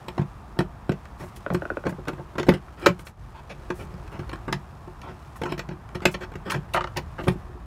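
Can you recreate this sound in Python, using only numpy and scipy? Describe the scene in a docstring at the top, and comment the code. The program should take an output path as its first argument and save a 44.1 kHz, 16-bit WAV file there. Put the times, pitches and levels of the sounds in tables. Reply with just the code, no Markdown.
"""Plastic glove box in a parked car.

The box is worked back onto its hinges and swung shut a few times. Knocks and scuffs ring its hollow,
lid, walls, ribs and edges. A loose stop taps the wall, a hinge clip snaps, the latch ratchets, edges
tick and scrape, fingers brush. Distant traffic rumbles through the padded cabin."""
import sys
import numpy as np
from scipy import signal
from scipy.io import wavfile
from scipy.ndimage import uniform_filter1d

SR = 44100
rng = np.random.default_rng(int(sys.argv[2]) if len(sys.argv) > 2 else 0)


def materialize(psi):
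    """Save the field psi as 16-bit PCM at rate SR to the path in sys.argv[1].

    A 1-D psi becomes a single channel; in a 2-D psi each row is a channel.
    """
    bounded = np.clip(np.atleast_2d(psi).T, -1, 1)
    quanta = np.round(bounded * 32767).astype(np.int16)
    wavfile.write(sys.argv[1], SR, quanta)


N = 337786
EVENT_SAMPLES = 6000   # every contact is cut off after 136 ms

# resonances of the box parts: pitch_hz, gain_db, t60_s
HOLLOW_MODES = [(113, -12, 0.52), (147.5, 2, 0.17), (177.4, 4.5, 0.15), (192.3, -3.5, 0.19),
                (281, -2, 0.017)]
LID_MODES = [(290.4, 3, 0.024), (324, 3.5, 0.12), (359.2, 14, 0.089), (406.6, -2.5, 0.15), (491, 12, 0.037),
             (543.4, 5.5, 0.036), (622, 2, 0.12)]
WALL_MODES = [(695, -9, 0.032), (811, -9.5, 0.03), (903, 0.5, 0.031), (1092, -1, 0.028), (1257, 4, 0.016),
              (1298, 7, 0.012), (1462, 8.5, 0.0067), (1584, 1, 0.0095)]
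RIB_MODES = [(1800, -1, .011), (2030, -2, .01), (2290, 0, .011), (2630, -2, .009), (3000, -3, .008),
             (3400, -5, .007), (3850, -6, .006), (4420, -7, .006), (4950, -8, .005), (5400, -9, .004)]
EDGE_MODES = [(6420, 0.5, 0.0013), (7530, 1.5, 0.001), (9050, -4.5, 0.00067), (11500, -7.5, 0.00053),
              (13800, -11, 0.00074)]


def from_db(db):
    """Decibels to gain."""
    return 10 ** (np.asarray(db) / 20)


def unit_rms(x):
    """Scale to rms 1."""
    return x / np.sqrt(np.mean(x ** 2) + 1e-20)


def curves(rows):
    """Interpolate rows of (time_s, values...) at every sample."""
    time_s, *columns = np.transpose(rows)
    return [np.interp(np.arange(N) / SR, time_s, column) for column in columns]


def butter(x, order, cutoff_hz, kind="low"):
    """Butterworth filter."""
    return signal.sosfilt(signal.butter(order, cutoff_hz, kind, fs=SR, output="sos"), x)


def place(start_s, sounds):
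    """Mix each row in at its start time."""
    track = np.zeros(N + sounds.shape[1])
    for at_s, sound in zip(start_s, sounds):
        first = round(at_s * SR)
        track[first:first + len(sound)] += sound
    return track[:N]


def ring(force, pitch_hz, t60_s):
    """One damped resonance driven by a force."""
    radius = from_db(-60 / (max(t60_s, 0.001) * SR))
    angle = 2 * np.pi * pitch_hz / SR
    return signal.lfilter([0.5, 0, -0.5], [1, -2 * radius * np.cos(angle), radius ** 2], force + 1e-18)


def grit(count, spiky_db):
    """Uneven micro-impacts of either sign, one row per event."""
    draws = rng.random((count, 2, EVENT_SAMPLES))
    size = from_db(-spiky_db * np.log(draws[:, 0] + 0.00036))
    return size * np.sign(draws[:, 1] - 0.5)


def blow(chatter_s, spiky_db, rattle_db=-22):
    """Contact force: chatter rises fast and decays, loose parts rattle on."""
    t = np.arange(EVENT_SAMPLES) / SR
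    attack = 1 - np.exp(-t / 0.0011)
    chatter = np.exp(-t / np.clip(chatter_s, 0.0003, 0.02)[:, None])
    rattle = from_db(rattle_db) * np.exp(-t / 0.016)
    return grit(len(chatter_s), spiky_db) * attack * (chatter + rattle)


def strike(forces, level_db, modes, spread_db, mode_ratio=-1, tilt_db_oct=0):
    """Ring a part to a peak short-term rms of level_db. Blows land apart, so mode gains scatter."""
    scatter_db = spread_db * rng.normal(0, 1, (len(forces), len(modes)))
    lowest_hz, highest_hz = modes[0][0], modes[-1][0]
    sound = 0
    for k, (pitch_hz, mode_db, t60_s) in enumerate(modes):
        mode = ring(forces, pitch_hz, t60_s)
        mode /= np.sqrt(np.sum(mode ** 2, axis=1, keepdims=True))
        gain_db = mode_db + tilt_db_oct * np.log2(pitch_hz / lowest_hz) + scatter_db[:, [k]]
        sound += mode_ratio ** k * from_db(gain_db) * mode
    # the part is too small to radiate slow forces, too heavy to follow fast ones
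    sound = butter(sound, 3, [0.54 * lowest_hz, min(1.44 * highest_hz, 0.45 * SR)], "band")
    peak_rms = np.sqrt(uniform_filter1d(sound ** 2, size=200, axis=1).max(axis=1))
    return sound * (from_db(level_db) / peak_rms)[:, None]


def box(force, push, edge_db, strength_db, weight_db, sharp_db, wall_db_oct, lid_db_oct=0):
    """The push drives hollow and lid (one way for knocks, both ways for scuffs); the fine force drives walls,
    ribs and edges."""
    # heavy or firm contacts drum the lid more and ring the walls less
    drum_db = 3 + 0.37 * weight_db + 0.14 * np.clip(strength_db + 32.5, 0, 12)
    # sharp contacts favour the upper modes, as do very hard ones on the lid
    lid_db_oct = lid_db_oct + 0.85 * (sharp_db - 2.5) + 2.3 * np.maximum(strength_db + 9.5, 0)
    rib_db_oct = -1.5 + 0.26 * sharp_db
    hollow = strike(push, strength_db + weight_db, HOLLOW_MODES, spread_db=3.5, mode_ratio=1)
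    lid = strike(push, strength_db + drum_db, LID_MODES,
                 spread_db=5.5, mode_ratio=1, tilt_db_oct=lid_db_oct[:, None])
    walls = strike(force, strength_db - drum_db, WALL_MODES,
                   spread_db=3, tilt_db_oct=wall_db_oct[:, None])
    ribs = strike(force, strength_db - 0.5 + sharp_db, RIB_MODES,
                  spread_db=3, tilt_db_oct=rib_db_oct[:, None])
    edges = strike(force, strength_db + edge_db + 1.24 * sharp_db, EDGE_MODES, spread_db=3)
    return hollow + lid + walls + ribs + edges


def cabin(x, t60_s=0.1, wet_db=-10):
    """Add the short tail of a padded cabin."""
    t = np.arange(SR // 4) / SR
    tail = rng.standard_normal(len(t)) * from_db(-60 * t / t60_s) * (t > 0.002)
    tail = butter(tail, 1, 16000)
    tail /= np.sqrt(np.sum(tail ** 2))
    return x + from_db(wet_db) * signal.fftconvolve(x, tail)[:N]


def traffic():
    """Road noise from outside, in half-octave bands; the rumble swells on its own."""
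    # road noise spectrum: frequency_hz, relative_density_db
    spectrum = [(15, -36), (25, -34), (48, 10.5), (70, 8.5), (130, 3.5), (195, -4), (256, -9), (354, -11),
                (439, -19), (695, -9.5), (988, -7.5), (2910, -35), (11900, -46), (16000, -38)]
    # traffic swells: time_s, level_db, extra_rumble_db
    swells = [(0.0, -41, -1.5), (1.6, -41, -2.5), (3.11, -44.5, 1.5), (4.3, -40, 1.5), (4.9, -42, -2.5),
              (7.3, -40.5, 3), (7.66, -42, 1.5)]
    frequency_hz, density_db = np.transpose(spectrum)
    level_db, extra_rumble_db = curves(swells)
    white = rng.standard_normal((2, N))   # adjacent bands use independent noise
    edges_hz = 20 * 2 ** np.arange(0, 10, 0.5)
    road = np.zeros(N)
    for k, (low_hz, high_hz) in enumerate(zip(edges_hz, edges_hz[1:])):
        band_db = np.interp(np.log(low_hz * high_hz) / 2, np.log(frequency_hz), density_db)
        road += from_db(band_db) * butter(white[k % 2], 2, [low_hz, high_hz], "band")
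    road = unit_rms(road)
    rumble = butter(road, 2, 220)
    return from_db(level_db) * (road + (from_db(extra_rumble_db) - 1) * rumble)


def scrape(slip_rate_hz=1500):
    """Edges rub as the box is handled: dense tiny slips ring it, the lid more than the body."""
    # rubbing levels: time_s, body_db, ribs_db
    rubbing = [(0.0, -60, -71), (0.68, -71.5, -69.5), (1.3, -88, -61.5), (1.6, -65.5, -62.5),
               (2.45, -60, -79), (3.28, -67.5, -68.5), (3.62, -57.5, -82), (4.3, -59, -80.5),
               (4.95, -67, -68), (5.4, -70, -62.5), (5.65, -64.5, -100.5), (7.34, -58.5, -91),
               (7.66, -67, -87)]
    body_db, ribs_db = curves(rubbing)
    slipping = rng.random(N) < slip_rate_hz / SR
    size_db = 2.2 * np.minimum(rng.exponential(1, N), 5)
    slips = slipping * from_db(size_db) * rng.choice([-1, 1], N)

    def rubbed(modes):
        return unit_rms(sum(from_db(db) * ring(slips, hz, t60_s) for hz, db, t60_s in modes))

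    low = rubbed(HOLLOW_MODES + WALL_MODES) + from_db(4.5) * rubbed(LID_MODES)
    high = rubbed(RIB_MODES) + from_db(-16.5) * rubbed(EDGE_MODES)
    return from_db(body_db) * low + from_db(ribs_db) * high


def finger_brushes():
    """Fingers on grained plastic: airy hiss that rises quickly and fades."""
    # finger strokes: start_s, length_s, level_db
    strokes = [(1.181, 0.14, -59), (1.356, 0.035, -52), (1.534, 0.016, -47), (1.885, 0.034, -53),
               (2.785, 0.092, -61), (2.987, 0.047, -56.5), (3.048, 0.062, -55.5), (3.739, 0.14, -58),
               (4.114, 0.033, -62.5), (5.358, 0.03, -55), (6.107, 0.048, -50), (6.503, 0.035, -39),
               (7.201, 0.42, -60.5)]
    start_s, length_s, level_db = np.transpose(strokes)
    progress = np.minimum(np.arange(EVENT_SAMPLES) / SR / length_s[:, None], 1)
    envelope = np.sin(np.pi * progress ** 0.58)
    hiss = butter(grit(len(strokes), spiky_db=4), 1, [5100, 12500], "band")
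    return place(start_s, from_db(level_db)[:, None] * unit_rms(hiss) * envelope)


def lid_nudges():
    """Soft pushes set only the lowest lid modes humming."""
    # pushes on the lid: start_s, level_db
    nudges = [(1.373, -43.5), (7.355, -35), (7.496, -43), (7.553, -40.5)]
    start_s, level_db = np.transpose(nudges)
    push = np.abs(blow(np.full(len(nudges), 0.008), spiky_db=1.5))
    return place(start_s, strike(push, level_db, LID_MODES[:4], spread_db=2.5, mode_ratio=1))


def edge_ticks():
    """Very short contacts ring the upper wall modes, ribs and edges."""
    # fine plastic contacts: start_s, level_db
    ticks = [(1.054, -44), (2.053, -46), (2.682, -46.5), (4.077, -47), (4.127, -50), (4.231, -46),
             (4.315, -41), (4.357, -43), (4.379, -50), (5.89, -44), (5.948, -35.5), (6.004, -41),
             (6.338, -43)]
    start_s, level_db = np.transpose(ticks)
    force = blow(np.full(len(ticks), 0.0012), spiky_db=5, rattle_db=-34.5)
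    modes = WALL_MODES[3:] + RIB_MODES + EDGE_MODES
    return place(start_s, strike(force, level_db, modes, spread_db=3, tilt_db_oct=-9.5))


def scuffs(edge_db=-17.5):
    """Edge slides on edge; the pressure swells and eases."""
    # short slides: start_s, strength_db, weight_db, sharp_db, wall_db_oct, length_s
    slides = [(1.196, -39.5, 1.5, -7.5, -6, 0.029), (1.222, -38, 0, -7, -5, 0.028),
              (1.36, -55, -5, 6, -2, 0.013), (1.5, -33, 9.5, -15.5, -9, 0.053),
              (1.851, -28.5, 4.5, -14, 7, 0.032), (1.983, -40, 6, -27, -11, 0.017),
              (2.072, -30, 3, -13, 13, 0.031), (2.77, -43.5, 0, -11, -7, 0.084),
              (2.811, -35, 2, -8, -3, 0.11), (3.343, -48.5, -20, -6, 7, 0.07),
              (3.494, -41, 2.5, -0.5, 2, 0.037), (3.789, -40, 4, -6, -4, 0.051),
              (4.116, -38.5, -1, -11, -14, 0.065), (4.479, -48.5, 22.5, -15, -2, 0.11),
              (5.025, -42, -19, -11, -14, 0.084), (5.075, -43.5, 6, -9, 9, 0.058),
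              (5.355, -49, -27, 0, -6, 0.018), (5.487, -41, 9.5, -4, -5, 0.062),
              (5.704, -39, 3, -12.5, 3, 0.033), (6.075, -45, -15, -12, -2, 0.032),
              (6.14, -31.5, 1, 0, -2, 0.015), (6.206, -37.5, 1.5, -3, 6, 0.04),
              (6.231, -40.5, -17, -2.5, 4, 0.022), (6.452, -33, 1.5, -10.5, 5, 0.071),
              (6.497, -34.5, -21, 7, 6, 0.016), (6.526, -39.5, 13, -4, -2, 0.056),
              (6.54, -29, -9, -7, 6, 0.015), (6.96, -28.5, -5.5, -9, -9, 0.035),
              (7.182, -30.5, -4.5, -13, -1, 0.04), (7.333, -51.5, 15, -17, -7, 0.039)]
    start_s, *voicing, length_s = np.transpose(slides)
    t = np.arange(EVENT_SAMPLES) / SR
    progress = np.minimum(t / np.clip(length_s, 0.008, 0.09)[:, None], 1)
    pressure = np.sin(np.pi * progress ** 0.67) ** 0.49
    force = grit(len(slides), spiky_db=2.5) * pressure
    return place(start_s, box(force, force, edge_db, *voicing))


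def stop_taps(lid_lag_s=0.00425):
    """A loose stop taps the wall, which passes each clean blow on to the lid."""
    # blows of the stop: start_s, level_db
    taps = [(1.463, -23.5), (1.503, -22), (1.62, -26.5), (1.653, -27.5), (1.702, -21), (1.77, -23),
            (1.838, -32.5)]
    # resonances of the stop on the wall: pitch_hz, gain_db, t60_s
    stop_modes = [(559, -2, 0.013), (633, -1.5, 0.017), (860, -9, 0.01), (1200, -4, 0.0025),
                  (1460, -4, 0.022), (1880, -25, 0.0082), (2540, -22, 0.012), (3170, -30, 0.0019)]
    start_s, level_db = np.transpose(taps)
    push = np.abs(blow(np.full(len(taps), 0.0005), spiky_db=0.7, rattle_db=-32))
    passed_on = np.abs(blow(np.full(len(taps), 0.004), spiky_db=6.5))
    stop = strike(push, level_db, stop_modes, spread_db=2.5)
    lid = strike(passed_on, level_db - 6.5, LID_MODES, spread_db=2.5, mode_ratio=0.39, tilt_db_oct=-1)
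    return place(start_s, stop) + place(start_s + lid_lag_s, lid)


def latch_ratchet():
    """The tongue ratchets over its catch; each tooth rings the latch and shakes the box."""
    # tooth contacts: start_s, level_db, chatter_s
    teeth = [(6.744, -17.5, .005), (6.76, -21, 0.01), (6.771, -19.5, 0.0074), (6.807, -23.5, 0.0046),
             (6.818, -37, 0.0026), (6.841, -25.5, 0.0022), (6.872, -34.5, 0.0027)]
    # latch resonances: pitch_hz, gain_db, t60_s
    latch_modes = [(634, 2.5, 0.036), (907, 0.1, 0.037), (1260, 4, 0.0094), (1600, -12, 0.017),
                   (1740, -8.5, 0.019), (2090, -4, 0.0094), (2360, -9.5, 0.012), (3010, -6.5, 0.018),
                   (3240, -19, .012), (4500, -24, .004)]
    start_s, level_db, chatter_s = np.transpose(teeth)
    force = blow(chatter_s, spiky_db=3.5, rattle_db=-42)
    latch = strike(force, level_db, latch_modes, spread_db=3.5)
    lid = strike(force, level_db - 11, LID_MODES, spread_db=2.5)
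    hollow = strike(np.abs(force), level_db - 14.5, HOLLOW_MODES, spread_db=1, mode_ratio=0.74)
    return place(start_s, latch + lid + hollow)


def clip_snap(start_s=2.8655, level_db=-8):
    """The hinge clip springs home: one push on two clear modes."""
    # clip resonances: pitch_hz, gain_db, t60_s
    clip_modes = [(326, -3, .075), (568, 0, .065)]
    push = np.abs(blow(chatter_s=[0.002], spiky_db=1.5, rattle_db=-50))
    return place([start_s], strike(push, [level_db], clip_modes, spread_db=0))


def knocks(edge_db=-12.5):
    """Sharp contacts ring the whole box; a blow only pushes inward."""
    # knocks and snaps: start_s, strength_db, weight_db, sharp_db, wall_db_oct, lid_db_oct, chatter_s
    contacts = [(0.082, -32, -4.5, -4, -12, 10, 0.0031), (0.178, -25, -10, -15, -14, 4, 0.0033),
                (0.192, -32.5, 18, -15, 0, -24, 0.011), (0.213, -34.5, 10.5, -12.5, -5, -4, 0.0076),
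                (0.568, -38, -6, -25, -19, 2, 0.0018), (0.589, -20.5, 6.5, -7, -8, -21, 0.002),
                (0.604, -23.5, 0, -14, -10, 13, 0.0048), (0.893, -21, 7, -13.5, 1, 1, 0.0015),
                (0.918, -34, 8, -7, -9, 24, 0.0024), (1.545, -22, 3, -8, 0, -10, 0.0047),
                (1.866, -24.5, -2.5, -11, 6, 20, 0.0036), (1.892, -34.5, 4, -8.5, -6, 7, 0.0049),
                (1.921, -35.5, 6.5, -22, -17, 10, 0.0054), (2.081, -28.5, -10, -2.5, 13, 11, 0.0039),
                (2.13, -37, 6, -10.5, -15, 8, 0.0061), (2.18, -39.5, 2, -25, -11, 5, 0.0071),
                (2.195, -36, 6.5, -31, -10, 22, 0.0069), (2.354, -33.5, 1.5, -16, -7, 3, 0.0031),
                (2.381, -25, -3.5, -6.5, 6, 7, 0.0056), (2.394, -26.5, -2, -6, -9, -4, 0.0088),
                (2.429, -32, -1, -3, 2, 10, 0.0022), (2.466, -34.5, 6, -7.5, 8, 13, 0.022),
                (2.485, -12, 5, -17, 4, -8, 0.0017), (2.489, -15.5, 8.5, -5, -14, 7, 0.0025),
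                (2.516, -27.5, 2, -16, 4, -4, 0.021), (2.537, -34, 11, -2, 5, -11, 0.0096),
                (2.86, -17, -26, 0, 3, -6, 0.0022), (2.865, -19.5, -22, 2, 3, -12, 0.003),
                (2.883, -27, 7, -14, -5, -15, 0.003), (2.9, -38, 18.5, -23, 1, -16, 0.0059),
                (2.992, -41.5, -2.5, -4.5, 2, 3, 0.0021), (3.067, -44.5, -11, 3.5, 9, 22, 0.0052),
                (3.702, -24.5, -3, -11, 7, 9, 0.0038), (3.939, -52.5, 20.5, 1, -2, -4, 0.0023),
                (4.191, -34.5, 6, -10, -4, -6, 0.0089), (4.292, -37.5, -1, -3.5, 3, 1, 0.004),
                (4.33, -31.5, -1, -8.5, 2, -11, 0.0063), (4.479, -28, -4, -14.5, -4, -6, 0.0082),
                (4.5, -40, -9, -20, 1, 0.1, 0.0026), (4.525, -25.5, -15, 1, -1, -2, 0.0035),
                (4.876, -37.5, 3, -23, -30, 12, 0.0037), (5.015, -57.5, -1, 13, -2, 0.1, 0.0015),
                (5.415, -28.5, 1.5, -7.5, 7, -5, 0.0042), (5.434, -27.5, -3, -6, -3, 3, 0.0034),
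                (5.454, -29, -7, -10.5, -5, -4, 0.017), (5.521, -26, 0, -5.5, -6, -2, 0.0021),
                (5.577, -39.5, 6, 0, 4, -11, 0.0061), (5.592, -31, -2, -1, 11, -3, 0.0034),
                (5.688, -36, 8.5, -7.5, 2, 5, 0.0021), (5.952, -32, 7, -4.5, -10, 0.5, 0.0057),
                (6.018, -35.5, 4, -9, -4, 1, 0.023), (6.0532, -14, -7, 0.5, -1, 9, 0.0028),
                (6.058, -18.5, 1, -7.5, 12, -17, 0.0021), (6.318, -41.5, 5, -9, 7, 0, 0.0021),
                (6.354, -36, 5, -6.5, 9, -11, 0.004), (6.518, -36.5, -37, 9.5, 12, 0.1, 0.0012),
                (6.559, -34, 8, -8, 0, 2, 0.0033), (6.735, -38.5, -18, 9.5, 0, -3, 0.012),
                (6.969, -44.5, 18, 17, -2, -5, 0.004), (7.235, -42, 12, -2.5, -2, 2, 0.012),
                (7.269, -24, -3, -18, -3, -2, 0.015), (7.28, -21.5, 10.5, -3.5, 4, -19, 0.0037),
                (7.318, -54, 31, 4, -2, -2, 0.0036)]
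    start_s, *voicing, chatter_s = np.transpose(contacts)
    force = blow(chatter_s, spiky_db=3)
    push = -np.abs(force)
    return place(start_s, box(force, push, edge_db, *voicing))


def scene():
    """Box sounds in the cabin over traffic; scrape and traffic dip briefly once."""
    dip_s, dip_half_width_s, dip_db = 3.15, 0.035, -8
    t = np.arange(N) / SR
    dip = from_db(dip_db * np.exp(-((t - dip_s) / dip_half_width_s) ** 2))
    handling = (knocks() + scuffs() + stop_taps() + edge_ticks() + lid_nudges()
                + latch_ratchet() + clip_snap() + finger_brushes() + dip * scrape())
    return (cabin(handling) + dip * traffic())[None]


def record(dry):
    """Round the peaks, cut the top treble."""
    ceiling, stopband_hz = 1.1, 16450
    rounded = ceiling * np.tanh(dry / ceiling)
    return signal.sosfilt(signal.cheby2(14, 60, stopband_hz, fs=SR, output="sos"), rounded)


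dry = scene()
out = record(dry)
materialize(out)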